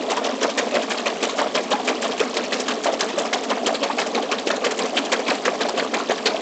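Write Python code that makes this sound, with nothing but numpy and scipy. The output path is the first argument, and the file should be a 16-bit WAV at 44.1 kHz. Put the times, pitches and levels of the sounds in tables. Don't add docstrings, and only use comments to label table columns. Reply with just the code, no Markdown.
import sys
import numpy as np
from scipy import signal
from scipy.fft import rfft, irfft
from scipy.io import wavfile
from scipy.ndimage import uniform_filter1d

SR = 44100
rng = np.random.default_rng(int(sys.argv[2]) if len(sys.argv) > 2 else 0)


def nominal_scale(level):
    x = np.asarray(level, float) / 20
    return 10 ** x


def master_out(mix):
    frames = np.transpose(np.atleast_2d(mix))
    ceiling = np.clip(frames, -1, 1)
    pcm = np.round(ceiling * 32767).astype(np.int16)
    wavfile.write(sys.argv[1], SR, pcm)


N = 282681

# (time [s], peak level [dB], loudest droplet pitch [Hz], length [s],
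# mist above 4.5 kHz [dB])
SPLASHES = [(0.099, -10.5, 1880, 0.028, -13), (0.163, -13.5, 1660, 0.025, -14),
            (0.237, -18, 2370, 0.018, -15), (0.2455, -13.5, 3470, 0.025, -10),
            (0.411, -15.5, 5680, 0.014, -14.5), (0.428, -7, 1500, 0.02, -6.5),
            (0.492, -16.5, 3200, 0.026, -11), (0.5758, -4.5, 1780, 0.026, -11.5),
            (0.681, -23, 2410, 0.02, -12.5), (0.71, -16, 2540, 0.015, -20.5),
            (0.739, -16, 2400, 0.019, -15), (0.7513, -11.5, 1900, 0.018, -20),
            (0.793, -20.5, 3840, 0.014, -18), (0.82, -15.5, 3220, 0.02, -10.5),
            (0.903, -8.5, 1550, 0.026, -13.5), (0.945, -22, 3100, 0.014, -15),
            (0.9745, -12.5, 4420, 0.017, -21), (0.998, -20, 2580, 0.015, -18),
            (1.058, -8, 2300, 0.027, -18), (1.096, -19.5, 1860, 0.014, -23.5),
            (1.204, -20, 2030, 0.02, -12), (1.2256, -8, 2470, 0.028, -13.5),
            (1.288, -16, 3970, 0.029, -12.5), (1.36, -22.5, 2950, 0.023, -2),
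            (1.3714, -24, 3630, 0.019, -7), (1.3846, -7.5, 1600, 0.015, -22.5),
            (1.548, -6.5, 3040, 0.02, -15), (1.5743, -13.5, 2380, 0.02, -22.5),
            (1.708, -11, 2750, 0.027, -11.5), (1.846, -20.5, 3250, 0.024, -12),
            (1.873, -12.5, 2890, 0.013, -12), (1.8779, -7.5, 2310, 0.024, -16),
            (2.012, -20, 2450, 0.02, -6), (2.0197, -13.5, 3000, 0.02, -9), (2.043, -14, 2930, 0.02, -19.5),
            (2.1131, -16, 3550, 0.02, -17.5), (2.178, -16, 2400, 0.013, -15.5),
            (2.195, -9.5, 2430, 0.02, -12.5), (2.34, -17.5, 2950, 0.018, -8.5),
            (2.368, -7.5, 4060, 0.013, -12), (2.4363, -16, 2470, 0.02, -11), (2.5214, -8, 1840, 0.029, -10),
            (2.585, -23.5, 2580, 0.02, -6), (2.598, -13, 3700, 0.022, -4.5), (2.658, -21, 3300, 0.02, -21),
            (2.681, -9, 1580, 0.016, -11), (2.7047, -12.5, 1530, 0.024, -21), (2.826, -26, 1830, 0.02, 1.5),
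            (2.837, -14, 4300, 0.014, -5), (2.8436, -17.5, 1680, 0.016, -22),
            (2.865, -11, 2960, 0.015, -20.5), (2.922, -16.5, 2000, 0.027, -4.5),
            (2.9926, -15.5, 2880, 0.016, -13.5), (3.0063, -4.5, 1970, 0.013, -10),
            (3.087, -15.5, 3400, 0.022, -13), (3.127, -20.5, 2730, 0.017, -25),
            (3.1795, -20.5, 2260, 0.023, -12), (3.1845, -12.5, 2740, 0.02, -6.5),
            (3.252, -19, 2220, 0.02, -6.5), (3.3288, -6, 1950, 0.02, -13),
            (3.4344, -16.5, 2400, 0.023, -8.5), (3.502, -11, 2960, 0.015, -14.5),
            (3.6615, -5.5, 3080, 0.022, -11.5), (3.7416, -12.5, 4450, 0.026, -15),
            (3.8314, -6, 1910, 0.015, -17.5), (3.871, -38, 2020, 0.02, -12),
            (3.907, -21.5, 1630, 0.017, -21), (3.983, -7, 2220, 0.026, -10.5),
            (4.015, -12.5, 1940, 0.022, -27), (4.0622, -18, 2980, 0.022, -4.5),
            (4.1475, -9.5, 2340, 0.013, -21), (4.224, -16, 3010, 0.015, -14),
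            (4.315, -5.5, 2500, 0.018, -16.5), (4.381, -15.5, 3520, 0.024, -16.5),
            (4.4696, -11, 2700, 0.022, -14.5), (4.502, -7.5, 1660, 0.018, -25.5),
            (4.559, -17.5, 3850, 0.014, -7), (4.642, -6.5, 1530, 0.02, -12),
            (4.666, -11.5, 1700, 0.014, -21), (4.7076, -12, 1860, 0.02, -11),
            (4.774, -19.5, 2040, 0.018, -3.5), (4.789, -10.5, 3100, 0.017, -14),
            (4.855, -16.5, 1960, 0.018, -15.5), (4.968, -4.5, 3120, 0.023, -20),
            (5.049, -16.5, 3200, 0.017, -6), (5.1182, -4, 2200, 0.025, -12.5),
            (5.193, -20, 1540, 0.014, -5.5), (5.263, -16.5, 2640, 0.02, -23.5),
            (5.28, -9.5, 2360, 0.016, -13.5), (5.301, -7, 1720, 0.016, -26.5),
            (5.344, -14.5, 1900, 0.018, -17), (5.4504, -8, 1600, 0.023, -16.5),
            (5.535, -24, 1530, 0.02, -4), (5.6064, -8.5, 1780, 0.024, -20),
            (5.6867, -12.5, 4240, 0.014, -11), (5.7725, -10.5, 2500, 0.016, -20.5),
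            (5.782, -20.5, 3050, 0.018, -15), (5.7954, -9, 1580, 0.016, -24), (5.937, -7, 1560, 0.02, -21),
            (5.985, -20.5, 3900, 0.02, -11), (6.01, -31, 4130, 0.017, -18), (6.096, -27, 2150, 0.022, -13),
            (6.105, -10, 1690, 0.022, -28.5), (6.179, -16.5, 1800, 0.015, -26.5),
            (6.257, -2.5, 4260, 0.024, -15), (6.3616, -18, 2980, 0.015, -16.5)]
# (time [s], peak level [dB], pitch [Hz], t60 [s])
AIR_POCKETS = [(0.027, -16, 440, 0.068), (0.097, -14, 455, 0.06), (0.116, -9, 776, 0.093),
               (0.17, -13, 997, 0.1), (0.213, -12, 644, 0.076), (0.25, -11, 594, 0.027),
               (0.291, -13.5, 630, 0.14), (0.415, -12.5, 437, 0.14), (0.447, -4, 705, 0.036),
               (0.481, -14, 570, 0.074), (0.576, -21, 439, 0.026), (0.629, -9.5, 460, 0.034),
               (0.672, -8, 523, 0.024), (0.741, -9, 590, 0.09), (0.755, -6, 580, 0.031),
               (0.768, -4.5, 530, 0.032), (0.816, -17, 766, 0.043), (1.057, -15.5, 583, 0.17),
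               (1.211, -35, 366, 0.07), (1.228, -8, 460, 0.052), (1.269, -13, 605, 0.054),
               (1.328, -15, 440, 0.069), (1.386, -13.5, 566, 0.076), (1.412, -10.5, 580, 0.12),
               (1.46, -10.5, 640, 0.048), (1.55, -19, 430, 0.06), (1.57, -11.5, 634, 0.06),
               (1.715, -9, 530, 0.038), (1.731, -8.5, 832, 0.11), (1.797, -13.5, 810, 0.045),
               (1.896, -9.5, 454, 0.047), (1.92, -22, 447, 0.037), (2.041, -14.5, 675, 0.12),
               (2.088, -13.5, 455, 0.084), (2.203, -6, 430, 0.073), (2.336, -17, 450, 0.039),
               (2.36, -13, 454, 0.17), (2.52, -19, 540, 0.047), (2.558, -13.5, 526, 0.046),
               (2.597, -13.5, 400, 0.039), (2.706, -25, 447, 0.06), (2.763, -18.5, 470, 0.084),
               (2.857, -5, 700, 0.039), (2.884, -4, 646, 0.065), (2.931, -7.5, 517, 0.03),
               (3.03, -16.5, 664, 0.07), (3.138, -16, 350, 0.052), (3.177, -7, 576, 0.049),
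               (3.208, -10, 643, 0.06), (3.25, -16.5, 600, 0.097), (3.331, -30, 470, 0.06),
               (3.503, -10, 570, 0.06), (3.511, -12.5, 1000, 0.052), (3.572, -8.5, 730, 0.039),
               (3.631, -17, 640, 0.038), (3.667, -10, 410, 0.054), (3.688, -7, 662, 0.056),
               (3.742, -13, 500, 0.047), (3.826, -13, 555, 0.16), (3.899, -10, 920, 0.02),
               (3.975, -10, 746, 0.024), (4.061, -14.5, 635, 0.08), (4.15, -10.5, 455, 0.067),
               (4.176, -9, 840, 0.05), (4.231, -17.5, 520, 0.18), (4.318, -8.5, 439, 0.1),
               (4.47, -5.5, 455, 0.034), (4.501, -13.5, 635, 0.1), (4.535, -11.5, 662, 0.099),
               (4.638, -15.5, 482, 0.041), (4.662, -4.5, 544, 0.025), (4.716, -15, 430, 0.06),
               (4.795, -13, 430, 0.11), (4.839, -10.5, 443, 0.089), (4.968, -9, 740, 0.06),
               (5.104, -31, 496, 0.055), (5.121, -15, 523, 0.14), (5.192, -8, 530, 0.044),
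               (5.286, -14.5, 285, 0.036), (5.286, -20, 675, 0.048), (5.308, -12.5, 744, 0.096),
               (5.46, -21, 1290, 0.06), (5.461, -10, 438, 0.074), (5.476, -5.5, 515, 0.047),
               (5.531, -12.5, 627, 0.055), (5.593, -18, 450, 0.096), (5.609, -9.5, 441, 0.064),
               (5.651, -8.5, 602, 0.067), (5.684, -11.5, 840, 0.052), (5.739, -14, 420, 0.072),
               (5.775, -10.5, 537, 0.078), (5.824, -7, 450, 0.023), (5.847, -16.5, 456, 0.042),
               (5.932, -12, 452, 0.1), (5.963, -11.5, 823, 0.073), (5.999, -15.5, 1050, 0.048),
               (6.018, -13.5, 440, 0.065), (6.096, -3.5, 460, 0.034), (6.256, -10.5, 455, 0.14),
               (6.345, -8.5, 644, 0.035)]
# (time [s], peak level [dB], pitch [Hz], t60 [s])
WAKE_POCKETS = [(0.422, -19, 999, 0.034), (1.06, -14, 1084, 0.045), (1.294, -19, 1090, 0.046),
                (1.389, -16, 1200, 0.059), (1.413, -9, 880, 0.033), (1.552, -15, 1020, 0.05),
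                (1.716, -12, 1080, 0.037), (1.882, -21, 1204, 0.04), (2.682, -16, 1190, 0.04),
                (2.855, -22, 790, 0.032), (3.008, -23, 1130, 0.04), (3.177, -21, 1150, 0.033),
                (3.251, -15, 1120, 0.045), (3.513, -10, 1050, 0.063), (3.666, -21, 1340, 0.043),
                (3.9, -11, 885, 0.048), (3.988, -11, 814, 0.05), (4.639, -14, 1150, 0.035),
                (5.144, -13, 1140, 0.034), (5.287, -17, 1070, 0.029), (5.478, -12, 1150, 0.033),
                (5.846, -15.5, 1180, 0.04), (5.942, -17, 804, 0.036), (6.0, -17, 1130, 0.027)]
# (frequency [Hz], level per Hz [dB])
SPRAY_SPECTRUM = [(180, -15.5), (300, -14.5), (526, -5.5), (1410, -11.5), (1850, -9), (3160, -8.5),
                  (5930, -12), (7180, -11), (7900, -7.5), (10300, -47.5), (17400, -120)]
# (frequency [Hz], level per Hz [dB])
CHURN_SPECTRUM = [(12, -68), (20, -34.5), (118, -40), (232, 0.5), (277, 1), (338, -3), (445, -2), (504, -2),
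                  (681, 1.5), (919, -10.5), (1150, -9), (1440, -17), (3130, -15), (7150, -24),
                  (7900, -19.5), (10300, -71.5), (17400, -120)]
# (time [s], level [dB])
CHURN_LEVEL = [
    (0.0, -27.5),
    (1.45, -27),
    (2.93, -27.5),
    (4.46, -28),
    (4.68, -27.5),
    (5.07, -26.5),
    (5.87, -27.5),
    (6.41, -27),
]
# (frequency [Hz], bandwidth [Hz], level [dB])
TUB_MODES = [(182, 35, -50), (222.8, 48, -42), (262.5, 48, -38.5), (436, 56, -33), (605, 87, -46)]
# (frequency [Hz], gain [dB])
BAND_EDGE = [(7300, -2.5), (7800, -8.5), (8000, -33), (8250, -14.5), (8700, -24.5), (9200, -48),
             (9600, -82)]

STROKE_S, LULL_S = .16235, .052
PHONE_HZ = 16000


def splashes():
    spray = droplets(560, 6740, per_s=6000, cycles=11.6, spread_db=2.52)
    spray = spray + .6 * rng.standard_normal(N)
    spray = evened(patchy(colour(spray, SPRAY_SPECTRUM), 2.93, frames=3, bins=4))
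    mist = colour(spray, [(3500, -68.5), (5000, -1.5)])
    heavy = colour(np.roll(spray, SR), [(500, -16), (800, 5), (1800, 4), (3000, -27)])
    out = np.zeros(N)
    for s, db, hz, length, mist_db in SPLASHES:
        length = np.clip(length, .003, .06)
        t = np.arange(int((length + 0.11) * SR)) / SR
        at = (round(s * SR) + np.arange(len(t))) % N
        clump = spray[at] + (nominal_scale(mist_db + 12.5) - 1) * mist[at]
        clump = clump / np.sqrt(np.mean(clump[t < length] ** 2))
        clump = clump + 0.87 * resonate(clump, hz, 550)
        swell = np.sin(np.pi / 2 * np.minimum(t / (0.35 * length), 1))
        shape = swell * (np.exp(-(t / length) ** 4) + 0.1 * np.exp(-t / 0.051))
        fall = t / 0.017 * np.exp(1 - t / 0.015)
        slap = shape * clump + 0.47 * fall * heavy[at]
        add(out, max(s - .0015, 0), nominal_scale(db - 13) * slap)
        first_drop = bubble(hz, 0.014, glide=0.26, rise=0.0018)
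        add(out, s, nominal_scale(db - 12) * first_drop)
    return out


def glugs():
    slosh = droplets(392, 2150, per_s=2500, cycles=11.2, spread_db=3.2)
    pockets = AIR_POCKETS + WAKE_POCKETS
    out, luck = np.zeros(N), rng.uniform(-1.01, 1, (len(pockets), 2))
    for (s, db, hz, t60), (detune, late) in zip(pockets, luck):
        t60 = np.clip(t60, .015, .2)
        t = np.arange(int(t60 * SR)) / SR
        burst = bubble(.97 * hz, 0.84 * t60, glide=0.14, rise=0.00085)
        follower = bubble(hz * (1 + .3 * detune), 0.59 * t60, glide=0.15, rise=0.0017)
        cluster = slosh[(round(s * SR) + np.arange(len(t))) % N]
        cluster = evened(0.18 * cluster + resonate(cluster, 1.135 * hz, 230))
        cluster_shape = (1 - np.exp(-t / 0.0037)) * np.exp(-(t / (0.37 * t60)) ** 2)
        add(out, s, nominal_scale(db - 4.0) * burst)
        add(out, s + 0.007954 + 0.00393 * late, nominal_scale(db - 12) * follower)
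        add(out, s, nominal_scale(db - 13.5) * cluster * cluster_shape)
    return out


def churn():
    real, imaginary, patches = rng.standard_normal((N // 128 + 6, 257, 3)).T
    patches = evened(uniform_filter1d(uniform_filter1d(patches, 8, 0), 6, 1))
    froth = (real + 1j * imaginary) * nominal_scale(1.83 * patches)
    hiss = evened(signal.istft(froth, nperseg=512, noverlap=384)[1][:N])
    gurgle = droplets(198.2, 1252, per_s=500, cycles=22.8, spread_db=4.3) * stroke(2.23, 1.0)
    fizz = droplets(894, 7000, per_s=1600, cycles=26, spread_db=3.85) * stroke(3.3, 2.5)
    water = hiss * stroke(1.1, 0.5) + nominal_scale(-11.5) * gurgle + nominal_scale(-2) * fizz
    level_db = np.interp(np.arange(N) / SR, *np.transpose(CHURN_LEVEL))
    return nominal_scale(level_db + 3.0) * evened(colour(water, CHURN_SPECTRUM))


def tub():
    out = np.zeros(N)
    for hz, width, db in TUB_MODES:
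        shake = rng.standard_normal(N)
        mode = resonate(resonate(shake, hz, width), hz, width)
        out += nominal_scale(db) * evened(mode)
    out *= stroke(2.2, 0.93)
    t = np.arange(int(.085 * SR)) / SR
    thump = np.hanning(len(t)) * np.sin(2 * np.pi * 69 * t)
    for k in range(-1, int(N / SR / STROKE_S) + 1):
        thump_db = -19.5 + 1.5 * rng.standard_normal()
        add(out, max(.15 + k * STROKE_S, 0), nominal_scale(thump_db) * thump)
    return out


def laundry_room(x):
    t = np.arange(int(.12 * SR)) / SR
    signs = np.sign(rng.standard_normal(len(t)))
    arrivals = rng.random(len(t)) < 2000 / SR
    taps = signs * arrivals * nominal_scale(-60 * t / 0.3)
    return signal.oaconvolve(x, taps / np.linalg.norm(taps))[:N]


def stroke(lull_db, second_db):
    turn = 2 * np.pi * (np.arange(N) / SR - LULL_S) / STROKE_S
    return nominal_scale(-lull_db * np.cos(turn + .5) - second_db * np.cos(2 * turn - .8))


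def droplets(low_hz, high_hz, per_s, cycles, spread_db, count=24):
    out = np.zeros(N)
    for hz in np.geomspace(low_hz, high_hz, count):
        chance, size = rng.random(N), rng.exponential(1, N)
        train = (chance < per_s / count / SR) * nominal_scale(spread_db * np.minimum(size, 4))
        grain = bubble(hz, cycles / hz, glide=0.42, rise=.5 / hz)
        grain = grain / np.linalg.norm(grain) * np.sqrt(hz)
        out += signal.oaconvolve(train, grain)[:N]
    return evened(out)


def bubble(hz, t60, glide, rise):
    t = np.arange(int(t60 * SR) + 8) / SR
    shape = (1 - np.exp(-t / rise)) * nominal_scale(-60 * t / t60)
    return shape / shape.max() * np.sin(2 * np.pi * hz * (t + glide * t ** 2 / (2 * t60)))


def resonate(x, hz, width):
    turn = np.exp(2j * np.pi * hz * np.arange(len(x)) / SR)
    r = np.exp(-np.pi * width / SR)
    return 2 * (turn * signal.lfilter([1 - r], [1, -r], x / turn)).real


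def patchy(x, depth_db, frames, bins):
    z = signal.stft(x, nperseg=128)[2]
    patches = uniform_filter1d(rng.standard_normal(z.shape), frames, 1)
    patches = evened(uniform_filter1d(patches, bins, 0))
    return signal.istft(z * nominal_scale(depth_db * patches), nperseg=128)[1][:len(x)]


def colour(x, points):
    f, db = np.transpose(points)
    hz = np.fft.rfftfreq(len(x), 1 / SR)
    gain = nominal_scale(np.interp(np.log(hz + 1), np.log(f + 1), db))
    return irfft(rfft(x) * gain, len(x))


def evened(x):
    return x / np.sqrt(np.mean(x ** 2) + 1e-20)


def add(mix, s, sound):
    part = mix[round(s * SR):][:len(sound)]
    part += sound[:len(part)]


def scene():
    events = splashes() + glugs()
    return (events + nominal_scale(-12.5) * laundry_room(events) + churn() + tub())[None]


def top_cut(x):
    return signal.sosfilt(signal.butter(12, 9050, fs=SR, output="sos"), x)


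def record(dry):
    x = signal.sosfilt(signal.butter(6, 150, "high", fs=SR, output="sos"), dry[0])
    rumble = colour(rng.standard_normal(N), [(15, 3.5), (110, 6.0), (200, -27), (400, -85)])
    x = x + nominal_scale(-65) * evened(rumble)
    x = colour(x, [(PHONE_HZ / 2 - 10, 0), (PHONE_HZ / 2, -200)])
    mirror = 2 * x * np.cos(2 * np.pi * PHONE_HZ * np.arange(N) / SR)
    mix = colour(x + mirror, BAND_EDGE)[None]
    return top_cut(mix)


dry = scene()
out = record(dry)
master_out(out)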